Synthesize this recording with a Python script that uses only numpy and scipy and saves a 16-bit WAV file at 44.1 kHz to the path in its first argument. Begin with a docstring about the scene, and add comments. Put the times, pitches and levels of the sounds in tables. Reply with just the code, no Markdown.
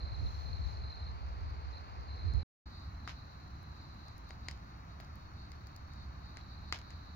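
"""Beside a house at dusk, a wood fire burns in a metal pit: first from the lawn, then, after a brief hush, close to it.
Low noise rumbles as the flames, tiny clicks tick as embers, and pulses ringing the modes of the logs pop.
Noise jets spit steam after each pop, which bowl, patio and walls throw back; steadier noise hisses as sap.
Crickets trill in drooping tones under a blurred chorus, over a far wash of traffic.
Two microphone ports hear it all a little apart."""
import sys
import numpy as np
from scipy import signal
from scipy.fft import rfft, irfft
from scipy.io import wavfile
from scipy.ndimage import uniform_filter1d

SR = 44100
rng = np.random.default_rng(int(sys.argv[2]) if len(sys.argv) > 2 else 0)


def digitize_waveform(pressure):
    """Quantize a signal to 16-bit integers and store it at the path in sys.argv[1].

    Rows of a 2-D input are taken as channels; values are limited to [-1, 1].
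    """
    field = np.atleast_2d(pressure).T
    bounded = np.clip(field, -1, 1)
    quanta = np.round(bounded * 32767).astype(np.int16)
    wavfile.write(sys.argv[1], SR, quanta)


N = 315315
TIME = np.arange(N) / SR

# pops of the wood; small pockets tick brightly, big ones knock:
# (start_s, level_db, brightness [dB per octave], steam_db [re the pop, before the shared lift in steam()])
POPS = [(2.337, -61, 16, -25), (3.0759, -39.5, -4, -17.5), (3.6303, -69, 26, -22), (4.083, -59.5, 11, -30),
        (4.1803, -63.5, 24, -27), (4.2916, -63, 16, -24), (4.3069, -47, -1, -36), (4.4851, -36.5, 2, -29.5),
        (4.5121, -49, 7, -32), (5.001, -48.5, -3, -23.5), (5.005, -63, 25, -24), (5.048, -65, 15, -31),
        (5.156, -63.5, 25, -21), (5.5183, -54, 7, -23), (5.6704, -58, 15, -28), (5.763, -55, 16, -32),
        (5.9352, -60.5, 7, -29), (6.3708, -46, 0, -24.5), (6.725, -29.5, 0, -24), (6.788, -55, 13, -23),
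        (6.9052, -53.5, 4, -19.5)]


def undb(db):
    """Decibels to gain."""
    return 10 ** (np.asarray(db) / 20)


def unit(x):
    """Scale to an rms of one."""
    return x / np.sqrt(np.mean(x ** 2))


def curve(rows):
    """Gain at every sample from rows of (time_s, level_db)."""
    return undb(np.interp(TIME, *np.transpose(rows)))


def walk(rate_hz):
    """Slow chance: random levels held for 1 / rate_hz seconds, then slewed, with an rms of one."""
    hold = int(SR / rate_hz)
    steps = rng.standard_normal(N)[np.arange(N) // hold]
    slewed = uniform_filter1d(uniform_filter1d(steps, hold), hold)
    return unit(slewed)


def colour(x, spectrum):
    """Filter by a spectrum of (freq_hz, level_db) points, with steep skirts beyond its ends."""
    hz, db = np.transpose(spectrum)
    f = np.maximum(np.fft.rfftfreq(N, 1 / SR), 1)
    skirts = np.minimum(1, f / hz[0]) ** 2 * np.minimum(1, hz[-1] / f) ** 2
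    gain = unit(undb(np.interp(np.log(f), np.log(hz), db)) * skirts)
    return irfft(rfft(x) * gain, N)


def band(x, low_hz, high_hz, order=2):
    """Causal band-pass."""
    edges = [low_hz, min(high_hz, SR / 2 - 1)]
    return signal.sosfilt(signal.butter(order, edges, "band", fs=SR, output="sos"), x)


def delay(x, seconds):
    """The same sound, later."""
    return np.interp(TIME - round(seconds * SR) / SR, TIME, x, left=0)


def ports(x, lag_ms, pan_db=0):
    """A sound from the left reaches the right port a little later."""
    return np.array([x * undb(pan_db / 2), delay(x, lag_ms / 1000) * undb(-pan_db / 2)])


def air(spectrum, shared, lag_ms=0, flicker_db=0):
    """Stereo noise: a share of its power comes from one direction, the rest from all around."""
    shared = np.clip(shared, 0, 1)
    directed = ports(rng.standard_normal(N), lag_ms)
    around = rng.standard_normal((2, N))
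    noise = np.sqrt(shared) * directed + np.sqrt(1 - shared) * around
    return unit(colour(noise * undb(flicker_db * walk(18)), spectrum))


def scatter(x, t60):
    """Diffuse answer of many surfaces: a noise tail falling 60 dB in t60 seconds, different at each port."""
    t = TIME[:SR // 2]
    tail = rng.standard_normal((2, len(t))) * np.exp(-np.log(1000) * t / t60)
    tail = tail / np.sqrt(np.sum(tail ** 2) / 2)
    return signal.fftconvolve(x[None], tail, axes=1)[:, :N]


def bout(start_s, end_s, fade_s):
    """Fade in, hold, fade out; start and end lie halfway through the fades."""
    return np.clip(np.minimum(TIME - start_s, end_s - TIME) / fade_s + .5, 0, 1)


def with_swells(steady_db, swells):
    """Gain of a steady sound with smooth swells of (peak_s, length_s, level_db) added in power."""
    power = sum(undb(db) ** 2 * np.exp(-4 * ((TIME - peak_s) / length_s) ** 2)
                for peak_s, length_s, db in swells)
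    return np.sqrt(undb(steady_db) ** 2 + power)


def pops():
    """Cracks and steam, with the cracks answered by the bowl of the pit, the patio and the walls."""
    # walls that answer a pop: (delay_s, level_db)
    echoes = [(.033, -25), (0.0904, -26), (.148, -49)]
    direct = cracks()
    walls = band(sum(undb(db) * delay(direct[0], delay_s) for delay_s, db in echoes), 2200, 12000)
    bowl = undb(-13) * scatter(direct[0], t60=.018)
    patio = undb(-16) * scatter(direct[0], t60=.13)
    return direct + steam() + bowl + patio + ports(walls, lag_ms=.3)


def cracks(split_s=.0009, splinter=.11, ground_ms=.46, ground=.45):
    """A steam pocket splits the wood: a sharp pulse and splinters ring its modes, tilted by brightness."""
    # body, crack, snap and fizz of a pop: (low_hz, high_hz)
    bands = [(200, 1450), (1650, 3500), (3700, 8600), (10800, 15700)]
    # share of each band at brightness 0: one level_db per band
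    shape_db = [-1.5, 3, -1.5, -31.5]
    # left minus right, the right port hearing more of the fizz: one pan_db per band
    pan_db = [4, 5, 6.5, -10]
    # what the split wood and the pit ring with: (freq_hz, width_hz, level_db)
    modes = [(270, 190, -15.5), (757, 130, -1), (1205, 330, 0.5), (2020, 570, -4), (3230, 190, -6.5),
             (4910, 610, 8.5), (6650, 420, -6.5), (9800, 720, -7), (13850, 2100, -19)]
    # the pit drifts left as the microphone turns: (time_s, right_lag_ms)
    pit_lag = [(2.7, .02), (4.5, .03), (5.7, .07), (6.8, .14)]

    t = TIME[:SR // 40]
    out = np.zeros((2, N + SR))
    bounce = int(ground_ms * SR / 1000)
    span = .003 * SR  # every band is levelled to an rms of one over 3 ms
    wood = sum(undb(db) * width_hz * np.exp(-np.pi * width_hz * t) * np.cos(2 * np.pi * hz * t)
               for hz, width_hz, db in modes)
    rings = [band(wood, low_hz, high_hz, order=3) for low_hz, high_hz in bands]
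    octaves = np.log2(np.prod(bands, axis=1)) / 2  # pitch of each band's middle
    pans = undb(np.outer([.5, -.5], pan_db))
    for start_s, db, brightness, _ in POPS:
        burst = splinter * rng.standard_normal(len(t)) * np.exp(-t / split_s)
        burst[0] += 1
        burst[bounce] += ground  # the paving reflects it at once
        parts = np.array([signal.fftconvolve(burst, ring)[:len(t)] for ring in rings])
        parts = parts * np.sqrt(span / np.sum(parts ** 2, axis=1, keepdims=True))
        shares = undb(shape_db + brightness * octaves)
        crack = undb(db) * (pans * shares / np.linalg.norm(shares)) @ parts
        left = int(start_s * SR)
        right = left + round(np.interp(start_s, *np.transpose(pit_lag)) * SR / 1000)
        out[0, left:left + len(t)] += crack[0]
        out[1, right:right + len(t)] += crack[1]
    return out[:, :N]


def steam(rise_s=0.00067, spit_s=0.047):
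    """Each opened pocket spits a jet of noise for a few hundredths of a second."""
    # colour of the jet: (freq_hz, level_db [per Hz])
    spit_spectrum = [(300, -9.5), (700, -2), (1300, -0.5), (2600, -1), (3500, -3), (5200, -4.5),
                     (7000, -13), (8200, -27), (10000, -31), (15000, -32.5)]
    t = TIME[:SR // 6]
    vents = np.zeros(N)
    for start_s, db, _, steam_db in POPS:
        vents[int(start_s * SR)] = undb(db + steam_db)
    spurt = (1 - np.exp(-t / rise_s)) * np.exp(-(t / spit_s) ** 2)
    jet = signal.fftconvolve(vents, spurt)[:N]
    sputter = undb(2.5 * walk(900))
    return undb(7.5) * jet * sputter * air(spit_spectrum, shared=0.15, lag_ms=.1)


def flames_from_lawn():
    """Flames rumble as low noise, and gusts buffet the two ports unequally."""
    # gusts: (peak_s, length_s, level_db, pan_db [left minus right])
    gusts = [(.05, 0.052, -36, -1), (0.223, .08, -35, -10), (0.604, 0.37, -39, 4.5), (0.862, .09, -35, 4),
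             (1.38, 0.17, -42.5, 4.5), (2.336, .12, -31, -7.5)]
    # colour of the rumble: (freq_hz, level_db [per Hz])
    roar_spectrum = [(18, -30.5), (35, -13.5), (68, 2.5), (100, -9), (150, -22), (250, -32.5), (450, -39.5),
                     (1000, -58.5)]
    gusty = []
    for side in (1, -1):
        swells = [(peak_s, length_s, db + side * pan_db / 2) for peak_s, length_s, db, pan_db in gusts]
        gusty.append(with_swells(-43.5, swells))
    return np.array(gusty) * air(roar_spectrum, shared=0.3, flicker_db=2.0)


def flames_beside_pit():
    """Flames rumble as low noise that heaves gently, nearly alike at both ports."""
    # colour of the rumble: (freq_hz, level_db [per Hz])
    roar_spectrum = [(18, -13), (35, -14.5), (55, -1.5), (72, 1), (120, -8.5), (190, -15.5), (300, -26),
                     (450, -50.5), (1000, -67)]
    heave = undb(-49 + 1.0 * walk(5))
    return heave * air(roar_spectrum, shared=0.96, flicker_db=0.03) * undb([[-.3], [.3]])


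def embers(db):
    """Tiny ticks, about 70 a second, most of them faint: random clicks smeared over a millisecond."""
    # colour of the ticks: (freq_hz, level_db [per Hz])
    tick_spectrum = [(900, -18), (2000, -2), (3400, -13.5), (5200, 10), (7000, -4), (8200, -22.5),
                     (10000, -14), (15000, -12.5)]
    size = undb(3.5 * np.minimum(rng.exponential(size=N), 3))
    clicks = (rng.random(N) < 70 / SR) * size
    return undb(db) * unit(colour(scatter(clicks, t60=0.0012), tick_spectrum))


def sizzle(loudness, hiss_db, pan_db, top_db, top_pan_db):
    """Sap hisses as noise: more middle treble at the left port, more of the flickering very top at the right."""
    # colour of the hiss: (freq_hz, level_db [per Hz])
    hiss_spectrum = [(2000, -5), (3400, -4.5), (4700, -6.5), (5600, -0.5), (6700, -6), (7400, -12),
                     (8200, -56), (9500, -20), (11500, -32), (15500, -24)]
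    top_spectrum = [(8500, -27.5), (10500, 2.0), (13000, 4.5), (15500, 7.0)]
    hiss = undb(hiss_db) * air(hiss_spectrum, shared=0.069, lag_ms=.1)
    top = undb(top_db) * air(top_spectrum, shared=0) * undb(1.4 * walk(300))
    hiss = hiss * undb([[pan_db / 2], [-pan_db / 2]])
    top = top * undb([[top_pan_db / 2], [-top_pan_db / 2]])
    return loudness * (hiss + top)


def sap_from_lawn():
    """Sap hisses steadily and boils up in short flares."""
    # flares, before the balance of hiss and top: (peak_s, length_s, level_db)
    flares = [(.35, .3, -75.5), (0.703, 0.15, -77.5)]
    return sizzle(with_swells(-82.5, flares), hiss_db=6, pan_db=8.5, top_db=-8, top_pan_db=-11)


def cricket(loudness, hz, strokes_hz, droop_hz, rough, wet_db, lag_ms):
    """Each wing stroke scrapes out a short tone that holds, then droops as the wing slows."""
    stroke = np.cumsum(strokes_hz * (1 + .05 * walk(25))) / SR % 1  # place within the stroke, 0 to 1
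    pitch = hz - droop_hz * stroke ** 4 + rough * hz * walk(700)
    teeth = undb(2.9 * walk(500))  # the scraper grips the file unevenly
    swing = np.sin(np.pi * stroke ** 0.72) ** 1.3
    tone = swing * teeth * np.sin(2 * np.pi * np.cumsum(pitch) / SR)
    song = unit(tone * undb(1.1 * walk(30))) * loudness
    wet = undb(wet_db)
    return (ports(song, lag_ms) + wet * scatter(song, t60=0.1)) / np.hypot(1, wet)


def nearest_cricket():
    """One cricket sings close by in separate trills."""
    # trills: (start_s, end_s, level_db)
    trills = [(-.05, 1.11, -55.5), (1.725, 1.795, -57), (2.08, 2.46, -57.5)]
    loudness = sum(undb(db) * bout(start_s, end_s, fade_s=0.027) for start_s, end_s, db in trills)
    return cricket(loudness, hz=4220, strokes_hz=45, droop_hz=800, rough=.011, wet_db=-5.5, lag_ms=.49)


def further_crickets():
    """Crickets further off, each with its own pitch and wing rate, blurred more by their surroundings."""
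    # trills: (start_s, end_s, level_db, pitch_hz, strokes_hz, droop_hz, roughness [0-1 of the pitch])
    trills = [(2.55, 3.6, -74, 4375, 37, 350, .009), (2.68, 4.3, -70.5, 4105, 41, 400, .009),
              (5.15, 7.3, -71.5, 4395, 37, 350, .008), (5.5, 7.3, -77, 3930, 36, 500, .018),
              (6.3, 7.3, -68.5, 4070, 42, 700, .022)]
    singers = 0
    for start_s, end_s, db, hz, strokes_hz, droop_hz, rough in trills:
        loudness = undb(db) * bout(start_s, end_s, fade_s=0.2)
        singers = singers + cricket(loudness, hz, strokes_hz, droop_hz, rough, wet_db=-2, lag_ms=.26)
    return singers


def chorus(loudness, spectrum, shared, lag_ms, flicker_db):
    """Many distant crickets blur into a flickering band of noise around their pitch."""
    return loudness * air(spectrum, shared, lag_ms, flicker_db)


def traffic(db, spectrum, shared, lag_ms):
    """Far traffic merges into a steady wash of noise with little treble."""
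    return undb(db) * air(spectrum, shared, lag_ms)


def from_lawn():
    """Facing the house: gusts ride on the rumble of the flames and one cricket sings close by."""
    # colours of traffic and distant chorus: (freq_hz, level_db [per Hz])
    traffic_spectrum = [(120, 3.5), (300, -6), (450, -6), (780, -1), (1100, 1), (1600, -8.5), (2500, -13.5),
                        (3300, -21.5), (4500, -32.5)]
    chorus_spectrum = [(3200, -53), (3650, -8), (3900, -3.5), (4350, 5), (4600, 0.5), (5000, -9.5),
                       (5600, -46.5)]
    fire = flames_from_lawn()
    wash = traffic(-53.5, traffic_spectrum, shared=0.79, lag_ms=0.47)
    distant = chorus(undb(-65.0), chorus_spectrum, shared=0.12, lag_ms=0.55, flicker_db=0.5)
    return fire + wash + distant + nearest_cricket() + sap_from_lawn() + embers(db=-79)


def beside_pit():
    """Close to the fire, facing the trees: steady flames and crickets further off."""
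    # colours of traffic and distant chorus: (freq_hz, level_db [per Hz])
    traffic_spectrum = [(120, 1), (300, 1.5), (460, -7.5), (720, -0.5), (1200, 2.5), (2000, -9),
                        (2600, -13.5), (3300, -23.5), (4500, -58)]
    chorus_spectrum = [(3200, -62), (3600, -9.5), (3850, 1), (4100, -2.5), (4400, 2.5), (4700, -4),
                       (5400, -28)]
    # the chorus thins out and swells again: (time_s, level_db)
    chorus_swell = [(2.66, -64), (3.6, -66), (4.4, -65.5), (5.3, -68), (6.0, -66), (7.15, -64)]
    fire = flames_beside_pit()
    wash = traffic(-57.0, traffic_spectrum, shared=0.49, lag_ms=0.45)
    distant = chorus(curve(chorus_swell), chorus_spectrum, shared=0.66, lag_ms=0.36, flicker_db=3.3)
    singers = further_crickets()
    sap = sizzle(undb(-82), hiss_db=6, pan_db=10.0, top_db=-1.5, top_pan_db=-4.5)
    return fire + wash + distant + singers + sap + embers(db=-85.5)


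def scene():
    """The two places in turn, with the pops of the wood over both."""
    first_end_s, second_start_s = 2.432, 2.656
    first = np.clip((first_end_s - TIME) / .002, 0, 1)
    second = np.clip((TIME - second_start_s) / 0.0067, 0, 1)
    return from_lawn() * first + beside_pit() * second + pops()


def record(dry):
    """The microphone is deaf in a narrow band near 8 kHz and cuts the top above 15.85 kHz."""
    heard = signal.lfilter(*signal.iirnotch(8200, 7, fs=SR), dry)
    return signal.sosfilt(signal.ellip(10, .2, 70, 15850, fs=SR, output="sos"), heard)


dry = scene()
out = record(dry)
digitize_waveform(out)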